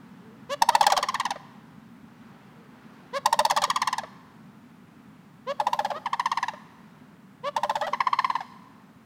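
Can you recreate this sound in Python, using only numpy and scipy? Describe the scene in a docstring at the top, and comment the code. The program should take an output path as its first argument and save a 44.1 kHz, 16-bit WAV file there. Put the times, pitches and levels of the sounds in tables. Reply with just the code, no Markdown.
"""Two sandhill cranes duetting on a lawn.

Four duets: each bird gives a short rising honk, then a rattle of about 17 notes a second.
Each note is a bugle blast from snapping membranes, then weaker surges as the long windpipe rings on.
The lower bird leads, the higher one answers. Trees and houses echo them
over a low hum, a distant road and two faint hoots."""
import sys
import numpy as np
from scipy import signal
from scipy.fft import rfft, irfft
from scipy.io import wavfile

SR = 44100
rng = np.random.default_rng(int(sys.argv[2]) if len(sys.argv) > 2 else 0)


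def waveform_to_disk(signal):
    """Save audio, clipped to [-1, 1], as 16-bit WAV at the path in sys.argv[1]."""
    frames = np.transpose(np.atleast_2d(signal))
    scaled = np.clip(frames, -1, 1) * 32767
    samples = np.round(scaled).astype(np.int16)
    wavfile.write(sys.argv[1], SR, samples)


N = 399105
TOP_HZ = 16200


def undb(db):
    """Decibels to gain."""
    return 10 ** (np.asarray(db) / 20)


def colour_db(hz, points):
    """Interpolate (Hz, dB) points on a log-frequency axis."""
    point_hz, db = np.transpose(points)
    return np.interp(np.log(hz + 1), np.log(point_hz), db)


def tint(x, points):
    """Equalise by (Hz, dB) points."""
    hz = np.fft.rfftfreq(len(x), 1 / SR)
    return irfft(rfft(x) * undb(colour_db(hz, points)), len(x))


def walk(size, rate_hz):
    """Smooth random drift, spread near 1."""
    at = np.arange(size) * rate_hz / SR
    knots = int(at[-1]) + 2
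    return np.interp(at, np.arange(knots), rng.standard_normal(knots))


def resonate(x, hz, width_hz):
    """One resonance, unity gain at its centre."""
    return signal.lfilter(*signal.iirpeak(hz, hz / width_hz, fs=SR), x)


def add(track, start_s, sound):
    """Mix a sound into a track."""
    i = int(start_s * SR)
    track[i:i + len(sound)] += sound[:N - i]


# Overtone colour of each throat. Each row: frequency in Hz, gain in dB.
LOW_THROAT = [(1100, 11.5), (1450, -4.5), (1800, 1.5), (2150, -2.5), (2450, -12), (2900, -0.5),
              (3700, -1.5), (4600, -3), (5500, -3.5), (7000, -9.5), (10000, -16), (15000, -22.5)]
HIGH_THROAT = [(1200, 8), (1500, -8), (1750, 0.5), (2050, -2.5), (2450, -15.5), (3200, -2), (4300, -2),
               (6400, -3.5), (7500, -10.5), (10000, -13.5), (15000, -27.5)]

def syrinx(hz, throat, edge_db, turbulence):
    """Membranes snap shut once a cycle; returns the fundamental and the turbulent overtones."""
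    phase = 2 * np.pi * (np.cumsum(hz) / SR + rng.random())
    k = np.arange(2, 30)[:, None]
    # A harder snap (edge) lifts the top octaves.
    top = np.clip(np.log(k * hz / 2300) / np.log(9000 / 2300), 0, 1)
    overtone_db = colour_db(k * hz, throat) + top * edge_db + 1.7 * rng.standard_normal(k.shape)
    gains = undb(overtone_db) * (k * hz < TOP_HZ)
    shake = np.array([walk(len(hz), 910) + 1j * walk(len(hz), 900) for _ in k])
    flutter = 1 + turbulence * (1 + top) * shake
    overtones = gains * np.real(flutter * np.exp(1j * k * (phase + np.pi / 4)))
    return -np.sqrt(2) * np.cos(phase), -np.sqrt(2) * overtones.sum(axis=0)


# Rattles. Each row: start in seconds, end in seconds, note count, pitch in Hz, share of pitch lost,
# level in dB, fade in dB, rasp (all overtones) in dB, edge (top overtones) in dB,
# later surges in dB, closing pitch in Hz, closing level in dB.
LOW_RATTLES = [(.6196, 1.031, 8, 953, 0.13, -12, 7, -14.5, 0, -14.5, 548, -36.5),
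               (3.2571, 3.676, 8, 975.6, .12, -14.5, 11.5, -15.5, 2.5, -10.5, 520, -40.5),
               (5.5986, 5.961, 7, 961, 0.11, -18, 8, -16, -8, -9.5, 498, -40),
               (7.5635, 7.925, 7, 963, 0.12, -20, 8, -14.5, -8, -6.5, 547, -40.5)]
HIGH_RATTLES = [(.8275, 1.357, 10, 1126, .17, -23.5, 1.5, -8, -5.5, -4, 650, -37.5),
                (3.4985, 4.0335, 10, 1110, 0.16, -20, 5.6, -9, -2.5, -6, 645, -35.5),
                (6.0575, 6.5345, 9, 1066, .1, -20.5, 5, -9.5, -14.5, -7, 616.4, -40.5),
                (7.9322, 8.405, 9, 1067, 0.05, -17, 5.1, -10, -28.5, -13.5, 851, -31)]
# How each bird starts, tires and closes a rattle: keywords of breath_notes.
LOW_HABIT = dict(sag_power=2, fade_power=3.2, soft_start_db=-0.25, flat_start=0.0097, rasp_gain_db=4, edge_loss_db=3.5, surge_gain_db=6.5, soft_surge_db=-1.5, close_rasp_db=-16, close_edge_db=-13.5, close_surge_db=-6)
HIGH_HABIT = dict(sag_power=3.53, fade_power=3.1, soft_start_db=4.5, flat_start=0.027, rasp_gain_db=0, edge_loss_db=0.6, surge_gain_db=2.5, soft_surge_db=5.5, close_rasp_db=-9.5, close_edge_db=-26, close_surge_db=-9)
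# Note-to-note spread: share of pitch, then level, rasp, edge and later surges in dB.
NOTE_SCATTER = (.011, .5, .9, 1.2, 1.4)

def breath_notes(rattles, quicken, close_late_s, sag_power, fade_power, soft_start_db, flat_start,
                 rasp_gain_db, edge_loss_db, surge_gain_db, soft_surge_db,
                 close_rasp_db, close_edge_db, close_surge_db):
    """One breath drives notes that quicken, sink and fade, then a low closing note."""
    for (start_s, end_s, count, hz, sag, db, fade_db,
         rasp_db, edge_db, surge_db, close_hz, close_db) in rattles:
        gaps = np.arange(1, count) ** -quicken
        gaps_s = gaps * (end_s - close_late_s - start_s) / gaps.sum()
        for k, spent in enumerate(np.linspace(0, 1, len(gaps_s))):
            cold = np.exp(-k / 0.5)
            tired = spent ** fade_power
            off_pitch, off_db, off_rasp, off_edge, off_surge = NOTE_SCATTER * rng.standard_normal(5)
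            yield (start_s + gaps_s[:k].sum(),
                   hz * (1 - sag * spent ** sag_power - flat_start * cold + off_pitch),
                   db - fade_db * tired - soft_start_db * cold + off_db,
                   rasp_db + rasp_gain_db * tired + off_rasp,
                   edge_db - edge_loss_db * tired + off_edge,
                   surge_db + surge_gain_db * tired + soft_surge_db * cold + off_surge)
        yield end_s, close_hz, close_db, close_rasp_db, close_edge_db, close_surge_db


# Blast and surges of one note. Each row: delay in seconds, length in seconds, share of pitch,
# tone in dB, overtones in dB.
LOW_SURGES = [(0, 0.00849, 0.95, 1, -0.5), (.0066, 0.00622, 0.926, -0.5, -0.5),
              (0.0114, 0.0079, .69, -4.5, -3), (.0135, .007, 0.98, -1, -7.5),
              (.018, 0.0125, .65, -12.5, -15.5)]
HIGH_SURGES = [(0, 0.0079, 0.99, 3, 0.5), (.006, 0.00788, .9, -1, 1.5), (0.0106, .0085, .86, -0.5, 1),
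               (.017, .012, 0.76, -14.5, -14.5)]
# Windpipe resonances. Each row: centre in Hz, width in Hz, gain in dB.
LOW_PIPE = [(593.5, 32, 3.5), (840, 25, -6), (1050, 43, 0.5)]
HIGH_PIPE = [(871, 6.7, -8), (1806, 130, -4), (2704, 166, 1)]

def rattle(notes, throat, surges, pipe, turbulence, tail_turbulence, tail_edge_db, puff_db):
    """Each note is a hard blast; pressure returning along the windpipe drives duller surges after it."""
    track = np.zeros(N)
    lead_s, lead_share, lead_db = 0.009, 0.837, -19
    lead_t = np.arange(int(lead_s * SR)) / SR
    for start_s, pitch_hz, db, rasp_db, edge_db, tail_db in notes:
        # The membranes swing softly before they snap.
        lead_in = np.hanning(len(lead_t)) * np.sin(2 * np.pi * lead_share * pitch_hz * lead_t)
        add(track, start_s - 0.8 * lead_s, undb(db + lead_db) * lead_in)
        for j, (delay_s, length_s, share, tone_db, overtone_db) in enumerate(surges):
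            in_tail = j > 0
            u = np.linspace(0, 1, int(length_s * SR))
            centre_hz = pitch_hz * share * (1 + 0.034 * in_tail * rng.standard_normal())
            hz = centre_hz * (1 + 0.02 * (0.5 - u) + 0.016 * (1 + in_tail) * walk(len(u), 700))
            roughness = tail_turbulence if in_tail else turbulence
            tone, overtones = syrinx(hz, throat, edge_db + in_tail * tail_edge_db, roughness)
            body = undb(tone_db) * tone * np.abs(np.sin(np.pi * u)) ** 0.68
            # The snap peaks before the tone and carries a slight puff of air.
            snap_envelope = np.abs(np.sin(np.pi * u ** 0.82)) ** 1.07
            snap = undb(rasp_db + overtone_db) * (overtones + undb(puff_db)) * snap_envelope
            add(track, start_s + delay_s, undb(db + min(j / 2, 1) * tail_db) * (body + snap))
    return track + sum(undb(db) * resonate(track, hz, width_hz) for hz, width_hz, db in pipe)


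# Opening honks. Each row: start in seconds, length in seconds, pitch reached in Hz,
# level in dB, rasp in dB, edge in dB.
LOW_HONKS = [(.491, 0.059, 572, -27.5, -7, -5), (3.128, 0.062, 566, -27, -8, -8),
             (5.465, 0.063, 565.6, -26, -9, -17.5), (7.432, 0.067, 575.6, -28.5, -6, -18)]
HIGH_HONKS = [(.715, 0.038, 642, -37, -1.5, -17), (3.385, 0.038, 619, -28, -9.5, -22),
              (5.935, 0.055, 631, -38, 0, -28), (7.812, 0.052, 656, -31, -3, -31)]

def honks(calls, throat):
    """A clear note rises, brightens and ends in a hoarse catch; the windpipe rings on."""
    track = np.zeros(N)
    for start_s, length_s, pitch_hz, db, rasp_db, edge_db in calls:
        u = np.linspace(0, 1, int(length_s * SR))
        catch = np.clip((u - 0.72) / 0.208, 0, 1)
        rise = 1 - 0.2 * np.clip(1 - u / 0.708, 0, 1) ** 1.716
        jitter = 1 + (0.017 + 0.0476 * catch) * walk(len(u), 505)
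        hz = pitch_hz * rise * jitter
        tone, overtones = syrinx(hz, throat, edge_db - 20 * np.abs(u - 0.65), 0.072 + 0.32 * catch)
        effort = np.interp(u, [0, 0.2, 0.7, 0.88, 1], [0.11, 0.53, 0.75, 0.61, 0.082])
        fullness = (hz / pitch_hz) ** 2.5  # the fundamental climbs into the windpipe's resonance
        add(track, start_s, undb(db) * effort * (fullness * tone + undb(rasp_db) * effort * overtones))
    return track + undb(-13) * resonate(track, hz=578, width_hz=40)


# Bills turning away from the listener. Each row: time in seconds, gain of the extra treble.
BILL_TURNS = [(0, .1), (4.5, 0.067), (5.5, 1.8), (7.5, 0.64), (8.097, 4.1), (9.05, 12)]

def thrown_treble(birds):
    """A bill pointing away throws more treble at the trees."""
    turned = np.interp(np.arange(N) / SR, *np.transpose(BILL_TURNS))
    return turned * tint(birds, [(1500, -54), (4000, -11), (8000, 7), (11000, 13.5), (14000, 15)])


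# Echo colour of trees and houses. Each row: frequency in Hz, gain in dB.
ECHO_COLOUR = [(300, 8.5), (600, 3.5), (1000, 6.5), (2000, 7), (4500, 5.5), (7000, -1), (15000, -3.5)]

def echo(x, early_db, early_s, far_db, t60_low_s, t60_high_s):
    """Early scatter from the lawn and a thin tail from the trees."""
    t = np.arange(int(1.3 * SR)) / SR
    noise = tint(rng.standard_normal(len(t)), ECHO_COLOUR)
    treble_noise = tint(rng.standard_normal(len(t)), ECHO_COLOUR)
    low = signal.sosfilt(signal.butter(2, 2500, fs=SR, output="sos"), noise)
    high = signal.sosfilt(signal.butter(2, 2500, "high", fs=SR, output="sos"), treble_noise)
    onset = np.clip(t / 0.021, 0, 1)
    far = (low * undb(-60 * t / t60_low_s) + high * undb(-60 * t / t60_high_s)) * onset
    early = noise * t / early_s * np.exp(1 - t / early_s)
    response = sum(undb(db) * h / np.linalg.norm(h) for db, h in [(early_db, early), (far_db, far)])
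    return signal.fftconvolve(x, response)[:N]


# Background spectrum. Each row: frequency in Hz, relative density in dB.
AIR_COLOUR = [(15, -90), (25, -53), (38, -30), (134, -6), (229, 0.5), (277, -4.5), (335, -15.5),
              (363, -9.5), (405, -11.5), (545, -21.5), (887, -15), (1840, -23.5), (6380, -41.5),
              (14800, -48), (16000, -46.5)]
# Road swells. Each row: peak time in seconds, half width in seconds, rise in dB.
ROAD_SWELLS = [(.4, 0.48, 1), (2.42, .22, 3.5), (2.98, 0.25, 3.5), (6.8, 0.34, 2)]

def background():
    """A low hum and a swelling distant road ebb slowly under faint hiss and a thin whine."""
    t = np.arange(N) / SR
    air = tint(rng.standard_normal(N), AIR_COLOUR)
    air *= undb(-49) / np.sqrt(np.mean(air ** 2))
    rumble = tint(air, [(290, 1), (400, -34)])
    hiss = tint(air, [(3000, -44), (7000, -1.5)])
    middle = air - rumble - hiss
    road = tint(middle, [(300, 0.5), (390, -4), (520, 1), (900, -1.5), (1300, 1.5), (2500, 0.5)])
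    hum = tint(rumble, [(45, -3.5), (90, -1), (125, -0.5), (170, 1), (205, -0.5),
                        (245, -1), (295, -1.5), (335, -3), (385, -5)])
    swells_db = sum(db * np.exp(-((t - peak_s) / width_s) ** 2) for peak_s, width_s, db in ROAD_SWELLS)
    hum_db = 1.26 - 0.36 * t + 0.6 * walk(N, 7)
    road_db = -1 - 0.34 * t + swells_db + 0.6 * walk(N, 4)
    whine_hz = 15000 + 60 * walk(N, 300)
    whine = undb(-80) * np.sin(2 * np.pi * np.cumsum(whine_hz) / SR)
    return hum * undb(hum_db) + road * undb(road_db) + hiss + whine


# Distant hoots. Each row: start in seconds, length in seconds, first and last pitch in Hz, level in dB.
HOOTS = [(0.166, 0.242, 407, 485, -56.5), (2.539, 0.156, 474, 446, -58.5)]

def hoots():
    """Faint, wavering tones from far away."""
    track = np.zeros(N)
    for start_s, length_s, start_hz, end_hz, db in HOOTS:
        size = int(length_s * SR)
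        hz = np.linspace(start_hz, end_hz, size) * (1 + 0.042 * walk(size, 90))
        envelope = undb(db) * np.sqrt(2 * np.hanning(size))
        add(track, start_s, envelope * np.sin(2 * np.pi * np.cumsum(hz) / SR))
    return track


def scene():
    """Both birds, their echo and the background, in mono."""
    low_notes = breath_notes(LOW_RATTLES, quicken=0.135, close_late_s=0.005, **LOW_HABIT)
    high_notes = breath_notes(HIGH_RATTLES, quicken=0.15, close_late_s=0, **HIGH_HABIT)
    leader = rattle(low_notes, LOW_THROAT, LOW_SURGES, LOW_PIPE,
                    turbulence=0.52, tail_turbulence=0.97, tail_edge_db=-15, puff_db=-20.5)
    partner = rattle(high_notes, HIGH_THROAT, HIGH_SURGES, HIGH_PIPE,
                     turbulence=0.49, tail_turbulence=0.47, tail_edge_db=-18, puff_db=-30.5)
    birds = leader + partner + honks(LOW_HONKS, LOW_THROAT) + honks(HIGH_HONKS, HIGH_THROAT)
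    echoes = echo(birds + thrown_treble(birds),
                  early_db=-20, early_s=0.0042, far_db=-23.5, t60_low_s=1.3, t60_high_s=1.0)
    return (birds + echoes + background() + hoots())[None]


def record(dry):
    """Steep low-pass at TOP_HZ."""
    return signal.sosfilt(signal.ellip(8, 0.2, 70, TOP_HZ, fs=SR, output="sos"), dry)


dry = scene()
out = record(dry)
waveform_to_disk(out)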